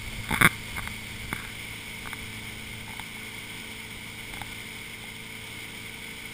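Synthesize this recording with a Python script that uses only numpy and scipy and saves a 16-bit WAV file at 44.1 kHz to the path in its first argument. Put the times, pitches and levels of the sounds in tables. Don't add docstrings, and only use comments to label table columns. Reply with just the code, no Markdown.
import sys
import numpy as np
from scipy import signal
from scipy.fft import rfft, irfft
from scipy.io import wavfile
from scipy.ndimage import uniform_filter1d

SR = 44100
rng = np.random.default_rng(int(sys.argv[2]) if len(sys.argv) > 2 else 0)


def generate_wav(signal):
    frames = np.transpose(np.atleast_2d(signal))
    scaled = np.clip(frames, -1, 1) * 32767
    pcm = np.round(scaled).astype(np.int16)
    wavfile.write(sys.argv[1], SR, pcm)


N = 279153
TIME = np.arange(N) / SR
FREQS = np.fft.rfftfreq(N, 1 / SR)

# f/Hz, relative spectral level/dB
WIND_SPECTRUM = [(8, 0), (20, 0), (45, 1), (80, -1), (160, -11.5), (300, -22), (700, -26), (3000, -37)]
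# peak t/s, length/s, peak level/dB
GUST_ROWS = [(.14, 0.28, -38.5), (.42, .26, -36), (.81, 0.32, -40), (1.29, 0.46, -42.5), (2.06, .12, -43),
             (2.26, .18, -45), (2.65, 1, -48), (3.97, 0.11, -49), (4.38, 0.44, -47.5)]
# f/Hz, width/Hz, relative level/dB
SHELL_MODES = [(714, 260, -22), (1158, 184, -4.5), (1533, 380, -2.5), (2127, 266, 0), (2250, 114, -1.5),
               (3476, 340, -10), (3715, 230, -13), (4950, 630, -26)]
# t/s, f/Hz
MOUNT_PITCH = [(0, 892), (3, 885), (4.4, 830)]
# peak t/s, length/s, peak level/dB
RUB_STROKES = [(.366, 0.053, -31), (.39, 0.38, -39.5), (.8, 0.19, -46), (1.4, 0.25, -40.5)]
# t/s, level/dB
CREAK_JERKS = [(.41148, -12.5), (.4183, -10.5), (.42706, -11), (.44599, -8.6), (.4522, -10),
               (.45774, -10.5), (.46347, -11.5), (.47177, -12.5)]
# t/s, level/dB, thump level/dB re shell, brightness/(dB per octave)
FINGER_TAPS = [(.2915, -27, -4, 7), (.3394, -19, 3, -2), (.7702, -33, -5, -4), (.7825, -24.5, -1, -6),
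               (.7933, -27.5, -5, -10), (.8748, -24.5, -19, 1.5), (1.3292, -18.5, 3.5, -3),
               (1.4501, -31.5, -8, 4), (2.0574, -32, 0, -10), (2.074, -28, -2, -5), (2.1316, -26, -14, -2)]
# t/s, level/dB, thump level/dB re shell, mount level/dB re shell
MOUNT_KNOCKS = [(.3075, -23, 8, 8), (0.3121, -21, 10, 9), (0.326, -18.5, 11, 4), (.3441, -19, 0, 2),
                (2.8798, -39, -4, 12), (2.894, -37, 4, 8), (2.9052, -35.5, 12, 8), (2.9349, -34.5, 6, 9),
                (2.996, -26.5, -14, 4), (3.168, -40, 0, 10), (4.3378, -30.5, 5, 2), (4.3713, -32.5, 1, 3),
                (4.416, -25, 0, 7), (5.04, -37, -7, 9)]
# f/Hz, relative spectral level/dB
WAKE_SPECTRUM = [(30, -16), (100, -3), (190, 0), (300, -7.5), (400, -7), (620, -12), (1000, -7),
                 (1300, -10.5), (1900, -10.5), (2600, -5), (3700, -3.5), (4150, -12.5), (5300, -9.5),
                 (5900, -18.5)]
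# f/Hz, width at half the lift/Hz, lift level/dB
CASE_CAVITY = [(484, 60, 1.5), (920, 60, 4.5), (1496, 157, 7), (1767, 59, 6), (2181, 390, 16.5),
               (3054, 240, 5), (3363, 233, 4.5), (5110, 170, 3.5)]
# t/s, firing rate f/Hz
FIRING_RATE = [(0, 218), (1.5, 218), (3.3, 219), (4.4, 220.4), (5.1, 220.1), (6, 221.5), (6.33, 220.7)]
# multiple of the engine cycle, relative level/dB before the tilt
EXHAUST_TONES = [(4, 2), (6, -8), (7, -8), (8, -0.5), (9, -8), (10, -11.5), (11, -9), (12, -16.5),
                 (14, -16.5), (15, -40), (16, -6.5), (17, -14.5), (18, -27), (19, -18), (33, -16),
                 (35, -13.5), (37, -34), (44, -18.5)]

WIND_OPEN_DB, WIND_SHELTERED_DB, WIND_SETTLED_S = -44, -53.5, 2.9
THUMP_HZ, THUMP_WIDTH_HZ, MOUNT_WIDTH_HZ = 129, 322, 173
CREAK_THUMP_DB, CREAK_BRIGHT_DB_PER_OCTAVE, CREAK_MOUNT_DB = -2, -1.5, -30
TAP_MOUNT_DB, KNOCK_BRIGHT_DB_PER_OCTAVE = -4.5, 7
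TURN_S, TURN_LENGTH_S = 1.37, .25
BOW_HZ, BOW_WIDTH_HZ, BOW_DB = 4560, 390, -57
SPRAY_DB, SPRAY_DB_PER_S, SWELL_DB, SWELL_HZ = -39, -0.2, 0.32, 1.2
HUM_DB, HUM_DB_PER_S, CYLINDERS = -45.5, -0.41, 8
TILT_DB_PER_OCTAVE, TILT_DB_PER_OCTAVE_PER_S = -2.5, 0.74
SAMPLING_HZ, EDGE_HZ = 12000, 15350


def amp(db):
    return 10 ** (np.asarray(db) / 20)


def evened(x):
    return x / np.sqrt(np.mean(x ** 2) + 1e-20)


def curve(rows):
    return np.interp(TIME, *np.transpose(rows))


def spectrum(points, hz):
    f, db = np.transpose(points)
    return np.interp(np.log(hz + 1), np.log(f + 1), db)


def peak(hz, centre, width):
    return 1 / (1 + (2 * (hz - centre) / width) ** 2)


def coloured(x, gain):
    return evened(irfft(rfft(x) * gain, N))


def drift(rate_hz):
    slow = coloured(rng.standard_normal(N), 1 / (1 + (FREQS / rate_hz) ** 4))
    return evened(slow - slow.mean())


def swells(rows):
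    power = 0
    for s, length, db in rows:
        phase = np.pi * np.clip((TIME - s) / length, -.5, .5)
        power = power + (amp(db) * np.cos(phase)) ** 2
    return np.sqrt(power)


def wind(lumps_db=2.5):
    lumpy = rng.standard_normal(N) * amp(lumps_db * drift(31))
    eddies = coloured(lumpy, amp(spectrum(WIND_SPECTRUM, FREQS)))
    eddies /= np.sqrt(uniform_filter1d(eddies ** 2, size=SR // 8))
    steady = amp(np.interp(TIME, [0, WIND_SETTLED_S], [WIND_OPEN_DB, WIND_SHELTERED_DB]))
    return np.hypot(steady, swells(GUST_ROWS)) * eddies


def shell(hz):
    power = sum((amp(db) * peak(hz, centre, width)) ** 2 for centre, width, db in SHELL_MODES)
    return np.sqrt(power)


def rubbing(grain_db=4):
    grains = rng.standard_normal(N) * amp(grain_db * drift(160))
    return swells(RUB_STROKES) * coloured(grains, shell(FREQS))


def ring(gain, size=2048):
    two_sided = np.r_[gain, gain[-2:0:-1]]
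    log_gain = np.log(np.maximum(two_sided, 1e-4))
    response = np.exp(np.conj(signal.hilbert(log_gain)))
    sound = np.fft.ifft(response).real[:size // 2]
    return sound / np.sqrt(np.mean(sound[:SR // 500] ** 2))


def click(s, db, thump_db, bright_db, mount_db, size=2048):
    hz = np.fft.rfftfreq(size, 1 / SR)
    shove = peak(hz, THUMP_HZ, THUMP_WIDTH_HZ) * hz / np.hypot(hz, 70)
    octaves = np.log2(np.clip(hz, 700, 3000) / 1600)
    mount = peak(hz, np.interp(s, *np.transpose(MOUNT_PITCH)), MOUNT_WIDTH_HZ)
    parts = [shell(hz) * amp(bright_db * octaves), amp(thump_db) * shove, amp(mount_db) * mount]
    return -amp(db) * ring(np.linalg.norm(parts, axis=0))


def add(mix, s, sound):
    part = mix[round(s * SR):][:len(sound)]
    part += sound[:len(part)]


def creaks(mix):
    for s, db in CREAK_JERKS:
        add(mix, s, click(s, db, CREAK_THUMP_DB, CREAK_BRIGHT_DB_PER_OCTAVE, CREAK_MOUNT_DB))


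def taps(mix):
    for s, db, thump_db, bright_db in FINGER_TAPS:
        add(mix, s, click(s, db, thump_db, bright_db, TAP_MOUNT_DB))


def knocks(mix):
    for s, db, thump_db, mount_db in MOUNT_KNOCKS:
        add(mix, s, click(s, db, thump_db, KNOCK_BRIGHT_DB_PER_OCTAVE, mount_db))


def handling():
    mix = np.zeros(N)
    creaks(mix)
    taps(mix)
    knocks(mix)
    return mix


def bow_spray():
    facing = np.clip(.5 - (TIME - TURN_S) / TURN_LENGTH_S, 0, 1)
    hiss = coloured(rng.standard_normal(N), peak(FREQS, BOW_HZ, BOW_WIDTH_HZ))
    return amp(BOW_DB) * facing * hiss


def wake(churn_db=.5, splash_share=0.28, drops_per_s=1500, drop_spread_db=3):
    struck = rng.random(N) < drops_per_s / SR
    drop_db = drop_spread_db * np.minimum(rng.exponential(1, N), 4)
    drops = struck * rng.standard_normal(N) * amp(drop_db)
    churn = rng.standard_normal(N) * amp(churn_db * drift(18))
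    water = churn + splash_share * evened(drops)
    hollow_db = sum(db * np.exp2(-(2 * (FREQS - hz) / width) ** 2) for hz, width, db in CASE_CAVITY)
    spray_db = SPRAY_DB + SPRAY_DB_PER_S * TIME + SWELL_DB * drift(SWELL_HZ)
    return amp(spray_db) * coloured(water, amp(spectrum(WAKE_SPECTRUM, FREQS) + hollow_db))


def engine():
    wobble, uneven = .0007, .18
    cycle_hz = curve(FIRING_RATE) / CYLINDERS * (1 + wobble * drift(4.8))
    cycles = np.cumsum(cycle_hz) / SR
    level_db = HUM_DB + HUM_DB_PER_S * TIME
    tilt_db = TILT_DB_PER_OCTAVE + TILT_DB_PER_OCTAVE_PER_S * TIME
    knots = np.linspace(0, TIME[-1], 30)
    hum = np.zeros(N)
    for order, db in EXHAUST_TONES:
        flutter = 1 + uneven * np.interp(TIME, knots, rng.standard_normal(len(knots)))
        octaves = np.clip(np.log2(order / CYLINDERS), -1, 1)
        tone = np.sin(2 * np.pi * (round(order) * cycles + rng.random()))
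        hum += amp(db + tilt_db * octaves) * flutter * tone
    return amp(level_db) * evened(hum)


def scene():
    return (wind() + rubbing() + handling() + bow_spray() + wake() + engine())[None]


def record(dry):
    slow = signal.resample(dry, round(N * SAMPLING_HZ / SR), axis=1)
    steps = np.repeat(np.clip(slow, -1, 1), 4, axis=1)
    held = signal.resample(steps, N, axis=1)
    low_pass = signal.firwin(511, EDGE_HZ, window=("kaiser", 9), fs=SR)
    return signal.oaconvolve(held, low_pass[None], "same")


dry = scene()
out = record(dry)
generate_wav(out)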